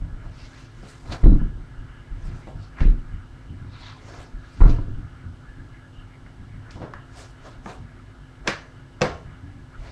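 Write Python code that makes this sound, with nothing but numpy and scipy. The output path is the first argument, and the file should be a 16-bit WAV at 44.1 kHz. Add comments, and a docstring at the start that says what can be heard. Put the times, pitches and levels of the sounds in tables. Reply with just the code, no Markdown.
"""An earlier stomp dies away while a small fan whirs and clothes swish; a light pat on the jacket follows.
Then a dancer stomps three times on a sheet-covered wooden floor in a small bedroom, and pats and slaps his jacket.
Stomps are decaying floor tones plus shaped noise; slaps are noise bursts plus chest, room and cloth tones.
Clothes are noise that swells with each movement; shifts of weight bump the floor; the fan is steady noise and hum.
The nearby microphone overloads on the heaviest heaves, which flattens the wave."""
import sys
import numpy as np
from scipy import signal
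from scipy.fft import rfft, irfft, next_fast_len
from scipy.io import wavfile
from scipy.ndimage import uniform_filter1d

SR = 44100
rng = np.random.default_rng(int(sys.argv[2]) if len(sys.argv) > 2 else 0)


def persist_wave(psi):
    """Save psi, clipped to +-1, as 16-bit WAV."""
    counts = np.round(np.clip(psi, -1, 1) * 32767).astype(np.int16)
    wavfile.write(sys.argv[1], SR, np.atleast_2d(counts).T)


N = 437031
TIME = np.arange(N) / SR
TAIL = TIME[:SR]   # one second, the length of each single sound
CUTOFF_HZ = 15600   # top of the sound
# how much the tones vary from blow to blow
CRACK_SPREAD_DB, JOIST_SPREAD_DB, MODE_SPREAD_DB = 1.0, 1.5, 3.0


# In all tables t60 is the time a tone takes to fall by 60 dB.
# Contacts of heel, sole and body weight: (time [s], heave of the joists [dB], their pitch under load [ratio],
# boom of the boards [dB], top of the boom, higher when harder [Hz], clack of the shoe [dB],
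# ring of the loose board [dB], damping by the planted foot, none if negative [dB per s])
STOMP_CONTACTS = [(1.2315, 10, 0.96, -20.5, 348, -42.5, -43, 3.5),
                  (1.240, -23, 0.92, -16.5, 290, -46, -28, 58.5),
                  (1.2577, -7, 0.92, -11.5, 380, -46.5, -18.5, 70),
                  (1.277, -22, 0.77, -15.5, 280, -55.5, -17.5, 48),
                  (1.293, -22.5, 1, -15.5, 250, -60, -31, 68.5),
                  (1.3187, 0.5, 0.95, -14, 290, -43, -17, 70), (1.356, -22, 1, -21, 230, -51, -28.5, 39.5),
                  (1.415, -12, 0.9, -19.5, 170, -51, -32, -3), (1.572, -27, 0.9, -35, 300, -71, -46, -5),
                  (2.805, 0, 0.79, -20, 200, -43, -50, 20), (2.8126, -23, 0.72, -18, 200, -45, -50, 13),
                  (2.828, -10, 1, -27, 200, -56, -50, 22), (2.849, 1, 0.94, -21, 216, -64, -48, 28),
                  (2.877, -9, 0.93, -20, 216, -68, -45, -2),
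                  (4.6051, 10.5, 0.93, -17.5, 450, -34.5, -40, 6),
                  (4.6144, -26, 1, -15.5, 450, -30.5, -36, 12),
                  (4.632, -13, 0.62, -15.5, 450, -32.5, -29, 5),
                  (4.655, -21, 0.9, -19.5, 400, -35, -36, 12), (4.693, -10, 0.52, -18.5, 340, -41, -31, 0),
                  (4.785, -22, 0.62, -24.5, 300, -46, -50, 0),
                  (4.882, -14.5, 0.19, -30.5, 600, -63, -50, 0)]
# Lowest bending tones of the floor, before the load retunes them: (pitch [Hz], level [dB], t60 [s])
JOIST_MODES = [(23.94, -8.5, 0.49), (32.85, 5, 0.21), (38.7, -25, 1), (51.7, -9, 0.31)]
# Tones of boards and room: (pitch [Hz], relative level [dB], t60 [s])
BOARD_MODES = [(88.8, -2, 0.32), (100.54, -9, 0.71), (115.5, -6.5, 0.46), (154.3, -11, 0.46),
               (168, -19, 0.28), (235.5, -10.5, 0.56), (284.9, -5, 0.41), (311, -14, 0.49),
               (357.5, -16, 0.62), (515, -25.5, 0.36), (686, -26, 0.62)]
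# Dense ringing of the floor: (frequency [Hz], relative level [dB per Hz])
BOOM_SPECTRUM = [(30, -12), (70, -3.5), (150, -6), (300, -9.5), (400, -16), (600, -28), (1200, -52.5),
                 (4000, -61), (15000, -68)]
# Dense ringing of the shoe: (frequency [Hz], relative level [dB per Hz])
CLACK_SPECTRUM = [(100, -27), (400, 13.5), (800, 6), (1300, 7.5), (2200, -13), (2900, -31), (6000, -36),
                  (15000, -58)]
# Ringing of a struck board: (pitch [Hz], relative level [dB], t60 [s])
KNOCK_MODES = [(491, -3, 0.19), (990, 10.5, 0.04), (1197, -15.5, 0.22), (1290, -12, 0.14), (1370, -8, 0.35),
               (1960, -17, 0.28), (2100, -8, 0.094)]
# One board that rings on when the foot lands on it: (pitch [Hz], relative level [dB], t60 [s])
LOOSE_BOARD_MODES = [(198.3, -1, 0.3), (289.5, -7.5, 0.32)]


def stomps(modes_db=-5.0, dense_db=-8.5, press_s=0.021, sole_s=0.00031, knock_db=-5.0, loose_s=0.004):
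    """Each contact of a landing bends the joists, rings the boards and clacks through the sheet."""
    out = np.zeros(N)
    for s, heave_db, tuning, boom_db, top_hz, clack_db, loose_db, damping_db in STOMP_CONTACTS:
        heave = ring(JOIST_MODES, JOIST_SPREAD_DB, tuning) * (1 - np.exp(-TAIL / press_s)) ** 2

        dense = coloured(impact(direct_db=12.5, contact_s=0.0045, build_s=0.0021), BOOM_SPECTRUM)
        boom = from_db(modes_db) * ring(BOARD_MODES, MODE_SPREAD_DB) + from_db(dense_db) * dense
        boom = boom * (1 - np.exp(-TAIL / sole_s))   # the soft sole rounds the attack
        boom = low_pass(boom, 1, top_hz)

        clack = coloured(impact(direct_db=2.0, contact_s=0.0083, build_s=0.011), CLACK_SPECTRUM)
        clack += from_db(knock_db) * ring(KNOCK_MODES, MODE_SPREAD_DB)

        floor = from_db(heave_db) * heave + from_db(boom_db) * boom + from_db(clack_db) * clack
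        damping = from_db(-max(damping_db, 0) * TAIL)
        loose = ring(LOOSE_BOARD_MODES, JOIST_SPREAD_DB) * (1 - np.exp(-TAIL / loose_s))
        add(out, s, floor * damping + from_db(loose_db) * loose)
    return out


# Short dry ticks and clicks of boards, shoe, cloth, light pats and microphone overload:
# (time [s], level [dB], centre [Hz], fall to both sides [dB per octave])
DRY_TICKS = [(1.238, -36.5, 2000, 54.5), (1.243, -43.5, 3300, 22.5), (1.2596, -27.5, 800, 19),
             (2.805, -36, 2300, 17), (4.609, -35, 2040, 57), (4.616, -25.5, 1050, 28),
             (4.697, -46, 4200, 20), (6.7095, -44, 2460, 55), (6.708, -41, 4660, 36),
             (6.937, -35, 1190, 13.5)]


def ticks(decay_s=0.0023):
    """Short dry ticks and clicks: brief noise bursts, each narrowed around its own centre."""
    out = np.zeros(N)
    for s, db, centre_hz, focus_db in DRY_TICKS:
        burst = rng.standard_normal(SR) * np.exp(-TAIL / decay_s)
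        spectrum = focused([(centre_hz, 0)], centre_hz, focus_db, flat_octaves=0.038)
        add(out, s, from_db(db) * coloured(burst, spectrum))
    return out


# Hand on jacket: (time [s], thud of the chest [dB], snap of the cloth before a common 2 dB cut [dB],
# centre of the snap [Hz], its fall to both sides [dB per octave], shaking of the jacket [dB])
JACKET_SLAPS = [(0.83, -48.5, -70, 700, 9, -62), (2.472, -44, -53, 515, 26, -60),
                (6.262, -60.5, -52.5, 1670, 53, -75), (6.757, -50, -45, 800, 42, -76),
                (6.800, -46.5, -47, 378, 30, -70), (6.817, -40.5, -40, 600, 12, -56),
                (6.829, -42.5, -47, 1500, 24, -68), (6.9361, -52, -37.5, 1390, 30, -62),
                (7.659, -41.5, -35.5, 930, 12, -75), (8.4726, -50, -45, 1300, 14, -55),
                (8.4756, -49, -23.5, 3400, 4, -30), (8.4815, -37, -27.5, 1900, 16.5, -35),
                (9.0108, -38, -31.5, 900, 11, -59), (9.0173, -23.5, -23, 2300, 2, -34),
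                (9.0253, -29, -28.5, 900, -1, -46)]
# Dense sound of the chest: (frequency [Hz], relative level [dB per Hz])
CHEST_SPECTRUM = [(25, -10), (110, -2.5), (180, -6.5), (330, -3.5), (500, -3.5), (700, -4.5), (1100, -15.5),
                  (1700, -27), (3000, -26.5), (15000, -75)]
# Snap of the cloth, before it is narrowed: (frequency [Hz], relative level [dB per Hz])
SNAP_SPECTRUM = [(150, -30), (600, 7), (1700, 5.5), (2500, -2.5), (3300, -8), (5000, -8.5), (6500, -18.5),
                 (8500, -30), (12000, -80), (15500, -77)]
# Resonances of chest and room that a slap sets ringing: (pitch [Hz], relative level [dB], t60 [s])
CHEST_ROOM_MODES = [(156.3, 1, 0.34), (200, 6, 0.15), (307, -15, 0.25), (355, -15, 0.3), (423, -6, 0.56),
                    (502.7, 6, 0.17), (589, 0, 0.15), (700, -7, 0.63), (733, -8, 0.28), (910, -5.5, 0.41),
                    (1080, -4.5, 0.41), (1205, -23, 0.29), (1376, -10.5, 0.58), (1600, -7.5, 0.27),
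                    (1950, -8.5, 0.19)]
# Hollow punch of the chest under the palm: (pitch [Hz], relative level [dB], t60 [s])
PUNCH_MODES = [(203, 0.5, 0.13), (331, 4, 0.061)]
# Sharp crack of the stiff cloth: (pitch [Hz], relative level [dB], t60 [s])
CRACK_MODES = [(2620, 5.5, 0.03), (3400, 5.5, 0.013), (4340, 1, 0.018), (5150, 5.5, 0.018),
               (5880, 6, 0.012), (6900, -2, 0.018)]


def slaps(echo_s=0.027, echo_db=-8.0, modes_db=-6.5, near_wall_s=0.00177, mirror=0.099,
          crack_db=3.5, hard_db=-21.5, crack_growth=1.7, crack_top_hz=7500):
    """The palm thuds on the chest and the cloth snaps; near surfaces return the snap at once."""
    out = np.zeros(N)
    for s, thud_db, snap_db, centre_hz, focus_db, _ in JACKET_SLAPS:
        snap = impact(direct_db=8.5, contact_s=0.0044, build_s=0.011)
        echo = rng.standard_normal(SR) * from_db(echo_db) * np.exp(-TAIL / 0.0046)
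        add(snap, echo_s, echo)
        snap = coloured(snap, focused(SNAP_SPECTRUM, centre_hz, focus_db, flat_octaves=0.37))
        snap = reflected(snap, near_wall_s, mirror)

        crack = low_pass(ring(CRACK_MODES, CRACK_SPREAD_DB), 4, crack_top_hz)
        # the crack gains more than the snap as slaps get harder
        snap += from_db(crack_db + crack_growth * (snap_db - hard_db)) * crack

        thud = coloured(impact(direct_db=-1.0, contact_s=0.032, build_s=0.0052), CHEST_SPECTRUM)
        thud += from_db(modes_db) * ring(CHEST_ROOM_MODES, MODE_SPREAD_DB)
        thud += ring(PUNCH_MODES, MODE_SPREAD_DB)
        add(out, s, from_db(snap_db - 2.0) * snap + from_db(thud_db) * thud)
    return out


# Swings of sleeve or trouser leg and scuffs of a sole; the first row is an earlier stomp dying away:
# (time [s], level [dB], swell [s], fade [s], centre [Hz], fall to both sides [dB per octave], flapping [dB])
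CLOTH_SWISHES = [(0.028, -87, 0.083, 0.21, 1500, 6, -56.5), (0.26, -78, 0.025, 0.033, 1500, 4, -50.5),
                 (0.42, -53.5, 0.08, 0.15, 4020, 6, -60), (0.591, -49.5, 0.066, 0.065, 2000, 0.5, -65),
                 (0.90, -52, 0.087, 0.078, 6040, 3.5, -69), (1.125, -36, 0.0081, 0.021, 4370, 9.5, -41),
                 (1.142, -43, 0.018, 0.025, 1600, 9, -41), (1.099, -51, 0.042, 0.14, 1100, -0.5, -43.5),
                 (2.259, -55, 0.059, 0.23, 4500, -0.5, -51.5), (2.631, -58.5, 0.028, 0.045, 5000, 16, -60),
                 (2.788, -41, 0.014, 0.031, 1240, 9, -51), (2.809, -40, 0.0071, 0.047, 2320, 10.5, -41.5),
                 (3.87, -46, 0.077, 0.071, 3770, 16, -83), (3.90, -46, 0.12, 0.065, 970, 10, -93),
                 (4.10, -55.5, 0.078, 0.069, 6000, 6, -57), (4.14, -59, 0.057, 0.059, 700, 1, -48.5),
                 (4.21, -51.5, 0.12, 0.067, 4970, 0.5, -52), (4.602, -56.5, 0.13, 0.15, 4140, 7, -59),
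                 (4.68, -48, 0.017, 0.067, 2600, 6, -58), (4.699, -43.5, 0.005, 0.018, 4100, 6.5, -65),
                 (6.695, -48.5, 0.059, 0.042, 1450, 23, -56), (6.713, -52.5, 0.0047, 0.061, 4660, 10, -64),
                 (7.20, -48.5, 0.043, 0.062, 7000, 4, -46), (7.462, -52, 0.026, 0.053, 4130, 5, -43),
                 (7.695, -46.5, 0.029, 0.047, 7900, 1.5, -41.5), (8.464, -54, 0.012, 0.013, 1400, 2, -42),
                 (9.868, -52, 0.051, 0.045, 4000, 3, -47)]
# Hiss of the threads, before it is narrowed: (frequency [Hz], relative level [dB per Hz])
HISS_SPECTRUM = [(600, 4.5), (1500, 10), (2300, 8), (3000, 2.5), (4300, 2.5), (6500, -1), (8500, -6.5),
                 (11000, -19.5), (15500, -36.5)]
# Flapping of the folds: (frequency [Hz], relative level [dB per Hz])
FLAP_SPECTRUM = [(120, -11), (300, -3.5), (550, -2), (1100, -8.5), (1700, -11.5), (2800, -35), (6000, -34),
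                 (15000, -57)]
# A slapped jacket swishes briefly; its flapping is relative to the shaking.
SHAKE_SWELL_S, SHAKE_FADE_S, SHAKE_HZ, SHAKE_FOCUS_DB, SHAKE_FLAP_DB = 0.0022, 0.03, 4300, 3.5, -2
# Just before a slap the hand meets the loose cloth; levels are relative to the shaking.
BRUSH_LEAD_S, BRUSH_S, BRUSH_DB = 0.00244, 0.015, -23
BRUSH_HZ, BRUSH_FOCUS_DB, BRUSH_FLAP_DB = 1300, 4, -15.5


def clothes(grain_db=0.9, grain_rate=260, fold_db=0.75, fold_rate=45, roundness=1.05,
            mirror=0.24, patch_db=3.0, patch_rate=35):
    """Each movement speeds up and slows down; threads catch and hiss, and folds flap as they turn over."""
    hiss, flap = np.zeros(N), np.zeros(N)
    lead_s = .35   # room for the swell before the fastest moment
    shakes, brushes = [], []
    for s, *_, db in JACKET_SLAPS:
        shakes.append((s, db, SHAKE_SWELL_S, SHAKE_FADE_S, SHAKE_HZ, SHAKE_FOCUS_DB, db + SHAKE_FLAP_DB))
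        brushes.append((s - BRUSH_LEAD_S, db + BRUSH_DB, BRUSH_S, BRUSH_S,
                        BRUSH_HZ, BRUSH_FOCUS_DB, db + BRUSH_FLAP_DB))
    for s, db, swell_s, fade_s, centre_hz, focus_db, flapping_db in CLOTH_SWISHES + shakes + brushes:
        distance = np.maximum((lead_s - TAIL) / swell_s, (TAIL - lead_s) / fade_s)
        speed = np.exp(-distance ** roundness)
        spectrum = focused(HISS_SPECTRUM, centre_hz, focus_db, flat_octaves=0.06)
        add(hiss, s - lead_s, from_db(db) * speed * coloured(rubbing(), spectrum))
        add(flap, s - lead_s, from_db(flapping_db) * speed)
    catching = from_db(grain_db * drift(grain_rate) + fold_db * drift(fold_rate))
    cloth = patchy(hiss, patch_db, patch_rate) + flap * noise(FLAP_SPECTRUM)
    return reflected(catching * cloth, .00295, mirror)


def rubbing(crinkles_per_s=1600, crinkle_db=-5, spread_db=3.5):
    """One second of cloth on cloth: smooth friction and the tiny snaps of creases, at rms 1."""
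    sizes = from_db(spread_db * np.minimum(rng.exponential(1, SR), 4)) * rng.choice([-1, 1], SR)
    crinkles = sizes * (rng.random(SR) < crinkles_per_s / SR)
    return rms_one(rng.standard_normal(SR) + from_db(crinkle_db) * rms_one(crinkles))


def patchy(x, depth_db, rate):
    """Folds of different sizes come and go: each third of an octave wavers on its own."""
    size = next_fast_len(N)
    bins = rfft(x, size)
    hz = np.arange(len(bins)) * SR / size
    band = 3 * np.log2(np.clip(hz / 1000, 1, 8))   # thirds of an octave above 1 kHz
    out = np.zeros(N)
    for k in range(10):
        part = irfft(bins * np.maximum(1 - abs(band - k), 0), size)[:N]
        out += part * from_db(depth_db * drift(rate))
    return out


# Clearest low bumps: the first is an earlier stomp dying away, the rest shifts of weight:
# (time [s], heave of the joists [dB], bump of the boards, before a 4 dB cut of their tones [dB])
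LOW_BUMPS = [(0.005, -21, -22.5), (0.125, -23.5, -28.5), (0.241, -28, -27), (1.081, -26.5, -22.5),
             (1.775, -25.5, -28.5), (2.109, -21.5, -27), (2.228, -22, -26), (2.262, -23.5, -26.5),
             (2.32, -41, -31.5), (2.540, -30, -28), (3.124, -26.5, -26), (3.489, -55, -23.5),
             (3.61, -38, -23), (4.332, -25.5, -31), (4.568, -36, -25), (4.969, -24, -22), (5.233, -36, -25),
             (5.58, -38, -26), (6.378, -37, -30), (6.527, -34, -26), (6.744, -49, -27.5),
             (6.798, -47, -27.5), (9.246, -50, -29), (9.424, -47, -26), (9.6, -40, -54), (9.779, -26, -33)]


def low_bumps(press_s=0.013, soft_hz=150, dense_db=-6.0, dense_t60=0.34):
    """Floor tones with a slow onset, as when weight rolls on to a foot, so mostly the low ones answer."""
    out, dense = np.zeros(N), np.zeros(N)
    press = 1 - np.exp(-TAIL / press_s)
    for s, heave_db, boards_db in LOW_BUMPS + sways():
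        heave = from_db(heave_db) * ring(JOIST_MODES, JOIST_SPREAD_DB, rng.uniform(0.99, 1.1))
        boards = from_db(boards_db - 4.0) * ring(BOARD_MODES, spread_db=4.0)
        add(out, s, press * (heave + boards))
        add(dense, s, press * from_db(boards_db + dense_db - 60 * TAIL / dense_t60))
    return low_pass(out + dense * noise(BOOM_SPECTRUM), 2, soft_hz)


def sways(per_s=4.0, level_db=-37.5, spread_db=3):
    """Fainter bumps at loosely even times as he keeps his balance, as rows like those of LOW_BUMPS."""
    rows = []
    for k, (late, deep, high) in enumerate(rng.standard_normal((60, 3))):
        beat = k + .3 * late
        if beat < per_s * N / SR:
            rows.append((beat / per_s, level_db + spread_db * deep, level_db + spread_db * high))
    return rows


# Fan and room rumble: (frequency [Hz], relative level [dB per Hz])
FAN_SPECTRUM = [(15, -8.5), (33, -7), (50, 5), (72, -10), (102, -3), (140, -2), (180, -17), (260, -15.5),
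                (350, -19.5), (460, -23.5), (1000, -24.5), (1700, -38), (3500, -36.5), (8000, -46.5)]
# Resonances of the fan's casing: (centre [Hz], width [Hz], level before a common cut and wavering [dB])
CASING_WHIR = [(1377, 300, -56.5), (1675, 100, -61), (2064, 400, -63), (2923, 330, -66.5)]
# Fan hum and a faint electrical whistle: (pitch [Hz], level before a common cut [dB])
FAN_HUM = [(102.3, -53.5), (258.4, -56.5), (344.5, -63), (8000, -82)]


def fan(air_db=-45.0, top_hz=9300, waver_db=1.5, waver_rate=13, flutter_db=4.0, flutter_rate=20,
        whir_cut_db=-4.0, hum_cut_db=-1.0):
    """Rumble and air noise, casing resonances that waver at random and a faint hum."""
    out = from_db(air_db) * low_pass(noise(FAN_SPECTRUM), 4, top_hz)
    swell_db = waver_db * drift(waver_rate)   # shared by all resonances
    for hz, width, db in CASING_WHIR:
        band = signal.butter(2, [hz - width / 2, hz + width / 2], "band", fs=SR, output="sos")
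        casing = rms_one(signal.sosfilt(band, rng.standard_normal(N)))
        out += from_db(db + whir_cut_db + swell_db + flutter_db * drift(flutter_rate)) * casing
    for hz, db in FAN_HUM:
        tone = np.sqrt(2) * np.sin(2 * np.pi * hz * TIME + 0.89 * drift(4.2))   # rms 1, wandering phase
        out += from_db(db + hum_cut_db) * tone
    return out


def impact(direct_db, contact_s, build_s):
    """A short direct burst followed by the room, whose reflections build up."""
    direct = from_db(direct_db) * rng.standard_normal(SR) * np.exp(-TAIL / contact_s)
    return direct + diffuse() * (1 - np.exp(-TAIL / build_s))


# How long the room rings: (frequency [Hz], t60 [s])
ROOM_DECAY = [(60, 1), (200, 0.37), (500, 0.42), (1500, 0.34), (4000, 0.33), (12000, 0.5)]


def diffuse(ripple_db=3.5, ripple_hz=25):
    """Dense reflections: noise that dies at its own pace in each octave, with random peaks and dips."""
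    bins = rfft(rng.standard_normal(SR))
    hz = np.arange(len(bins))   # one second of sound, so bins lie 1 Hz apart
    knots = rng.standard_normal(len(bins))
    ripple = np.interp(hz / ripple_hz, np.arange(len(knots)), knots)
    bins = bins * rms_one(from_db(ripple_db * ripple))
    octave = np.round(np.log2(np.maximum(hz, 64)))
    out = np.zeros(SR)
    for k in np.unique(octave):
        out += irfft(bins * (octave == k), SR) * from_db(-60 * TAIL / at_hz(ROOM_DECAY, 2 ** k))
    return out


def ring(modes, spread_db, tuning=1):
    """Decaying tones after one blow; the place of the blow varies their strengths."""
    out = np.zeros(SR)
    for hz, db, t60 in modes:
        level = from_db(db + spread_db * rng.standard_normal() - 60 * TAIL / t60)
        out += level * np.sin(2 * np.pi * tuning * hz * TAIL)
    return out


def reflected(x, delay_s, gain):
    """A near surface adds a delayed copy and ripples the spectrum; power is kept."""
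    n = np.arange(len(x))
    copy = np.interp(n - delay_s * SR, n, x, left=0)
    return (x + gain * copy) / np.sqrt(1 + gain ** 2)


def focused(spectrum, centre_hz, focus_db, flat_octaves):
    """Keep a spectrum flat_octaves to each side of a centre; beyond, it falls by focus_db per octave."""
    points = []
    for hz in np.geomspace(100, CUTOFF_HZ, 60):
        beyond = max(abs(np.log2(hz / centre_hz)) - flat_octaves, 0)
        points.append((hz, at_hz(spectrum, hz) - focus_db * beyond))
    return points


def coloured(x, spectrum):
    """Give x a spectrum with a causal (minimum-phase) filter of unit power gain."""
    size = 2 * next_fast_len(len(x) // 2 + SR // 10)
    gain = rms_one(from_db(at_hz(spectrum, np.linspace(0, SR / 2, size // 2 + 1))))
    cepstrum = irfft(np.log(gain))
    # folding the second half on to the first lets the filter answer only after its input
    cepstrum[1:size // 2] *= 2
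    cepstrum[size // 2 + 1:] = 0
    return irfft(rfft(x, size) * np.exp(rfft(cepstrum)))[:len(x)]


def noise(spectrum):
    """Steady coloured noise, rms 1."""
    return rms_one(coloured(rng.standard_normal(N), spectrum))


def drift(rate):
    """A random wander with a spread near 1 that takes a new value `rate` times a second."""
    knots = rng.standard_normal(N // 100)
    return np.interp(TIME * rate, np.arange(len(knots)), knots)


def low_pass(x, order, top_hz):
    """Soften everything above top_hz."""
    return signal.sosfilt(signal.butter(order, top_hz, fs=SR, output="sos"), x)


def add(out, s, sound):
    """Mix a sound in at time s."""
    start = round(s * SR)
    sound, start = sound[max(-start, 0):], max(start, 0)
    out[start:start + len(sound)] += sound[:len(out) - start]


def from_db(db):
    """Decibels to gain."""
    return 10 ** (np.asarray(db) / 20)


def rms_one(x):
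    """Scale to unit rms."""
    return x / np.sqrt(np.mean(x ** 2) + 1e-20)


def at_hz(points, hz):
    """Read a table on a log-frequency axis."""
    freqs, values = np.transpose(points)
    return np.interp(np.log(np.maximum(hz, 1)), np.log(freqs), values)


def scene():
    """Everything reaches one microphone."""
    return (stomps() + ticks() + slaps() + clothes() + low_bumps() + fan())[None]


# Two close tones that beat while the input is strained: (pitch [Hz], level at full strain [dB])
STRAIN_BUZZ = [(3880, -60), (3925, -55)]


def record(dry, ceiling=.9, block_hz=14, strain_full=0.5):
    """The input flattens the heaviest heaves, choking all else then; it blocks deep rumble and buzzes."""
    flattened = dry / (1 + (dry / ceiling) ** 20) ** (1 / 20)
    passed = signal.sosfilt(signal.butter(1, block_hz, "high", fs=SR, output="sos"), flattened)
    load = np.minimum(abs(dry) / strain_full, 1) ** 2
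    strain = uniform_filter1d(load, size=300) ** 1.5   # smoothed over about 7 ms
    buzz = strain * sum(from_db(db) * np.sin(2 * np.pi * hz * TIME) for hz, db in STRAIN_BUZZ)
    top = signal.cheby2(12, 60, CUTOFF_HZ + 800, fs=SR, output="sos")   # steep cut of the highest treble
    return signal.sosfilt(top, np.clip(passed + buzz, -1, 1))


dry = scene()
out = record(dry)
persist_wave(out)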